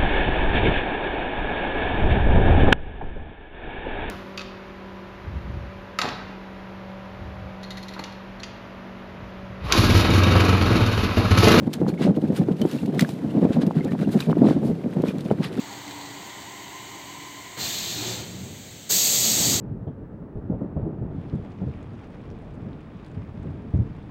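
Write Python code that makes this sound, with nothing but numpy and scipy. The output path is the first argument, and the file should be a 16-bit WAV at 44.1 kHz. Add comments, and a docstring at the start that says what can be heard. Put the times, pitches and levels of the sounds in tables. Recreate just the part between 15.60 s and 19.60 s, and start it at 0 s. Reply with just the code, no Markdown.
"""A packing machine in a concrete workshop, heard from one fixed microphone. From the start its drive
whirs over a low hum and a steady leak of compressed air, with a few light ticks in the first second.
Near 2 s the drive stops and a valve vents with a puff and a squeak; large stiff sheets then rumble
and rub as they are moved. At 3.3 s a second valve vents, much louder, and the sheets are lifted.
The hall holds each jet of air after its valve shuts."""
import sys
import numpy as np
from scipy import signal
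from scipy.fft import rfft, irfft
from scipy.io import wavfile

SR = 44100
rng = np.random.default_rng(int(sys.argv[2]) if len(sys.argv) > 2 else 0)


def generate_wav(sig):
    """Save sig (samples, or channels by samples) to the path in sys.argv[1] as 16-bit PCM at SR."""
    pcm = np.round(np.clip(np.atleast_2d(sig).T, -1, 1) * 32767).astype(np.int16)
    wavfile.write(sys.argv[1], SR, pcm)


N = 176400
T = np.arange(N) / SR
HZ = np.maximum(np.arange(N // 2 + 1) * SR / N, 1)


def from_db(db):
    """Decibels to gain."""
    return np.exp(np.maximum(db, -200) * (np.log(10) / 20))


def rms_one(x):
    """Scale to unit power."""
    return x / np.sqrt(np.mean(x ** 2) + 1e-20)


def shape(points):
    """Gain at every frequency from (frequency [Hz], level [dB]) points."""
    hz, db = np.transpose(points)
    return from_db(np.interp(np.log(HZ), np.log(hz), db))


def level(points):
    """Gain over time from (time [s], level [dB]) points."""
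    return from_db(np.interp(T, *np.transpose(points)))


def since(s):
    """Seconds elapsed since time s, zero before it."""
    return np.maximum(T - s, 0)


def swell(s, half_s):
    """A bell-shaped rise and fall."""
    return np.exp(-.5 * ((T - s) / half_s) ** 2)


def noise(gains):
    """Unit-power noise with the given spectral shape."""
    return rms_one(irfft(rfft(rng.standard_normal(N)) * gains, N))


def resonance(hz, width_hz):
    """Noise ringing in one resonance."""
    return noise(1 / (1 + (1.3 * (HZ - hz) / width_hz) ** 2))


def drift(rate_hz):
    """A slow random wander with spread 1."""
    times = np.arange(0, N, 100) / SR
    low_pass = 1 / (1 + (HZ[:len(times) // 2 + 1] / rate_hz) ** 2)
    slow = irfft(rfft(rng.standard_normal(len(times))) * low_pass, len(times))
    return np.interp(T, times, rms_one(slow))


def tone(hz, waver_hz=1.3, flutter_db=2.0):
    """A tone that wavers in pitch and level."""
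    phase = 2 * np.pi * np.cumsum(hz + waver_hz * drift(8)) / SR
    return rms_one(np.sin(phase) * from_db(flutter_db * drift(6)))


def echoes(count=10, span_s=.025, db=-5.5):
    """Reflections off the nearby floor and panels comb the spectrum at the microphone."""
    lags = (rng.uniform(.001, span_s, count) * SR).astype(int)
    reflections = np.bincount(lags, minlength=N).astype(float)
    return 1 + from_db(db) / np.sqrt(count) * rfft(reflections)


# Room tone of the workshop (frequency [Hz], relative level [dB])
HUM_SPECTRUM = [(20, -31), (42, -26), (60, -8.5), (115, -1), (150, -2), (200, -.5), (260, -5), (380, -1.5),
                (520, -9), (750, -9.5), (1100, -17), (1500, -16), (2000, -12), (4000, -36)]


def workshop_hum(room_db=-50, motor_hz=117.5, motor_db=-58):
    """Low room noise with a motor's steady tone."""
    motor = from_db(motor_db) * np.sin(2 * np.pi * motor_hz * T)
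    return from_db(room_db) * noise(shape(HUM_SPECTRUM)) + motor


# Hiss of the leak (frequency [Hz], relative level [dB])
LEAK_SPECTRUM = [(1200, -19), (2300, -3), (2650, -6), (3200, -1.5), (4200, -3), (5200, -6), (6600, 0),
                 (8200, -1.7), (12000, -14.5), (15500, -11.5)]


def air_leak(db=-44):
    """Compressed air escapes in a constant hiss."""
    return from_db(db) * noise(shape(LEAK_SPECTRUM) * echoes())


# Running noise of the drive (frequency [Hz], relative level [dB])
DRIVE_SPECTRUM = [(25, -36), (45, -24), (65, -12), (140, -2), (200, -1.5), (250, -8), (330, -4),
                  (420, -6.5), (500, -13), (620, -11), (730, -5), (1150, -9.5), (1300, -13.5),
                  (1700, -13.5), (2600, -16.5), (4300, -12.5), (6000, -25), (12000, -50)]
# Its loudness while running (time [s], level [dB])
DRIVE_ENVELOPE = [(0, -42.5), (.45, -43), (.75, -45.5), (1.05, -48.5), (1.35, -46), (1.7, -48.5),
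                  (1.96, -48.5)]
# Its resonances (frequency [Hz], width [Hz], level [dB], loudest at [s], drop one second away [dB])
DRIVE_WHIRS = [(935, 160, -50.3, .45, 2), (1030, 55, -53, 1.65, 6), (2020, 220, -49.7, 1.0, 1),
               (2250, 150, -57, 1.8, 10), (3000, 240, -53.3, 1.3, 7)]
# Its tones (frequency [Hz], level [dB], loudest at [s], drop one second away [dB])
DRIVE_WHINES = [(286, -48, .3, 38), (288, -53, 1.5, 22), (328, -56, 1.25, 40), (700, -60, 1.1, 3),
                (801, -56, .2, 10), (958, -54, .5, 6), (1001, -57, 1.6, 5), (1040, -53, 1.35, 5),
                (2112, -55.5, 1.13, 60)]


def drive(stop_s=1.96, fall_db_per_s=60):
    """Running noise, whirring resonances and tones, which die away when the drive stops."""
    running = level(DRIVE_ENVELOPE) * noise(shape(DRIVE_SPECTRUM) * echoes())
    for hz, width_hz, db, s, drop_db in DRIVE_WHIRS:
        running += from_db(db - drop_db * (T - s) ** 2) * resonance(hz, width_hz)
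    for hz, db, s, drop_db in DRIVE_WHINES:
        running += from_db(db - drop_db * (T - s) ** 2) * tone(hz)
    return running * from_db(-fall_db_per_s * since(stop_s))


# Light ticks (time [s], level [dB])
TICK_HITS = [(.128, -38), (.279, -42), (.310, -37), (.412, -42), (.458, -40), (.694, -40), (.82, -43)]
# Their colour (frequency [Hz], relative level [dB])
TICK_SPECTRUM = [(500, -12), (1500, -7), (4000, 0), (7000, -7), (14000, -22)]


def ticks(t60_s=.06):
    """Small dry contacts that die quickly."""
    envelope = sum((T >= s) * from_db(db - 60 * since(s) / t60_s) for s, db in TICK_HITS)
    return envelope * noise(shape(TICK_SPECTRUM))


# One puff for each valve (time [s], level [dB], time to fall 60 dB [s])
PUFF_ONSETS = [(1.965, -35, .6), (3.292, -34, .35)]
# Their colour (frequency [Hz], relative level [dB])
PUFF_SPECTRUM = [(30, -20), (90, -1), (180, 2), (280, -5), (420, -2), (600, -7), (900, -6), (1400, -10),
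                 (2200, -8), (5000, -25)]


def valve_puffs(attack_s=.012):
    """A dull puff of air as each valve opens."""
    envelope = 0
    for s, db, t60_s in PUFF_ONSETS:
        attack = np.minimum(since(s) / attack_s, 1)
        envelope += attack * from_db(db - 60 * since(s) / t60_s)
    return envelope * noise(shape(PUFF_SPECTRUM))


# The valves (opens [s], closes [s], level [dB], attack [s], sag [dB/s],
# dulling at 10 kHz [dB/s], release [dB/s])
SOFT_VALVE = (1.968, 2.54, -27, .052, 6.3, 5, 85)
LOUD_VALVE = (3.290, 3.945, -17, .02, -.6, 5.5, 120)
# Their jets (frequency [Hz], relative level [dB])
SOFT_JET = [(40, -18), (90, -7), (200, -3), (420, -8), (560, -13), (850, -9.5), (1350, -15.5),
            (2000, -10.5), (2900, -6.5), (4100, .5), (5300, -4), (6600, -2), (8200, -5.5), (12000, -12),
            (15500, -13)]
LOUD_JET = [(40, -37), (100, -15), (200, -9), (280, -13), (400, -10), (700, -17), (1350, -25), (2000, -18),
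            (2900, -14), (3700, -6.2), (4600, -4), (5500, -4), (6600, 0), (8200, -1.5), (12000, -8),
            (15500, -9.5)]
# How the concrete hall colours a jet (frequency [Hz], gain [dB])
HALL_RESPONSE = [(200, -5), (800, -1.5), (1300, -3), (2000, 0), (3000, -2.5), (4500, -12), (8000, -22)]


def valve_jet(valve, spectrum, flutter_db=.4, hall_db=-7, hall_fall_db_per_s=21):
    """A jet opens fast, dulls as the pressure sags, and dies away in the hall once shut."""
    opens_s, closes_s, db, attack_s, sag_rate, dull_rate, release_rate = valve
    age, shut = since(opens_s), since(closes_s)
    jet_bins = rfft(noise(shape(spectrum) * echoes()))
    centres_hz = np.linspace(0, 16000, 5)
    jet = 0
    for hz, share in zip(centres_hz, np.eye(len(centres_hz))):  # higher bands fade faster
        band = irfft(jet_bins * np.interp(HZ, centres_hz, share), N)
        jet += band * from_db(-dull_rate * (hz / 10000) ** 2 * age)
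    direct = jet * from_db(flutter_db * drift(15) - release_rate * shut)
    diffuse = irfft(rfft(noise(shape(spectrum))) * shape(HALL_RESPONSE), N)
    hall = diffuse * from_db(hall_db - hall_fall_db_per_s * shut)
    attack = np.minimum(age / attack_s, 1)
    return (direct + hall) * attack * from_db(db - sag_rate * age)


# The first valve's squeak (time [s], half length [s], frequency [Hz], width [Hz], level [dB])
VALVE_SQUEAK = (2.035, .04, 4130, 120, -40.5)


def valve_squeak():
    """A breathy whistle while the valve's gap is still narrow."""
    s, half_s, hz, width_hz, db = VALVE_SQUEAK
    opened = T > SOFT_VALVE[0]
    return from_db(db) * swell(s, half_s) * opened * resonance(hz, width_hz)


# Rumble of the sheets (frequency [Hz], relative level [dB])
RUMBLE_SPECTRUM = [(25, -32), (48, -25), (65, -14), (95, -3), (118, 0), (150, -5), (200, -4), (300, -11),
                   (450, -16), (800, -23), (1500, -35), (4000, -55)]
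# Its loudness through two moves (time [s], level [dB])
SOFT_MOVE = [(2.2, -62), (2.33, -45.5), (2.45, -43), (2.6, -40), (2.72, -40), (2.87, -38), (3.05, -43),
             (3.28, -49)]
LOUD_MOVE = [(3.28, -52), (3.57, -50), (3.62, -39), (3.75, -39), (3.81, -30), (3.94, -29.5), (4.0, -34)]
# Sheet sliding on sheet (frequency [Hz], relative level [dB])
RUB_SPECTRUM = [(150, -20), (280, 0), (400, -1), (520, -7), (800, -6), (1100, -13), (1700, -13),
                (2500, -14), (5000, -30)]
# Each rub (time [s], half length [s], level [dB])
RUB_SWELLS = [(2.44, .06, -39.5), (2.6, .08, -44), (3.87, .16, -38)]
# Brief low drones in the rumble (time [s], half length [s], frequency [Hz], level [dB])
SHEET_DRONES = [(2.40, .028, 303, -37), (2.48, .06, 367, -42), (2.47, .1, 116, -44), (2.79, .06, 187, -39),
                (3.5, .05, 212, -45), (3.69, .045, 219, -35.5), (3.81, .08, 292, -39),
                (3.92, .03, 222, -36.5)]


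def sheets():
    """Large stiff sheets rumble as they flex, rub over each other and drone."""
    rumble = level(SOFT_MOVE + LOUD_MOVE) * noise(shape(RUMBLE_SPECTRUM))
    rub_envelope = sum(from_db(db) * swell(s, half_s) for s, half_s, db in RUB_SWELLS)
    rub = rub_envelope * noise(shape(RUB_SPECTRUM) * echoes())
    drones = sum(from_db(db) * swell(s, half_s) * tone(hz) for s, half_s, hz, db in SHEET_DRONES)
    return rumble + rub + drones


def scene():
    """The workshop as it reaches one microphone."""
    machine = workshop_hum() + air_leak() + drive()
    jets = valve_jet(SOFT_VALVE, SOFT_JET) + valve_jet(LOUD_VALVE, LOUD_JET)
    return (machine + jets + valve_puffs() + valve_squeak() + sheets() + ticks())[None]


# Uneven treble colour, with a steady trough from 8.6 to 11.5 kHz (frequency [Hz], gain [dB])
TREBLE_COLOUR = [(20, 0), (4400, 0), (4720, 2), (4810, -6), (6020, -4), (6180, 0), (6830, 0), (6950, -2),
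                 (7600, 1), (7720, -3), (8470, -2), (8620, -15.5), (10000, -19.5), (11450, -20), (11650, 0),
                 (16000, 0)]


def record(dry, cutoff_hz=15780):
    """The treble is coloured unevenly; the top is cut steeply."""
    low_pass = 1 / np.sqrt(1 + (HZ / cutoff_hz) ** 600)
    impulse = irfft(shape(TREBLE_COLOUR) * low_pass, N)
    taps = np.roll(impulse, 512)[:1025] * np.hanning(1025)
    return signal.fftconvolve(dry, taps[None], "same")


dry = scene()
out = record(dry)
generate_wav(out)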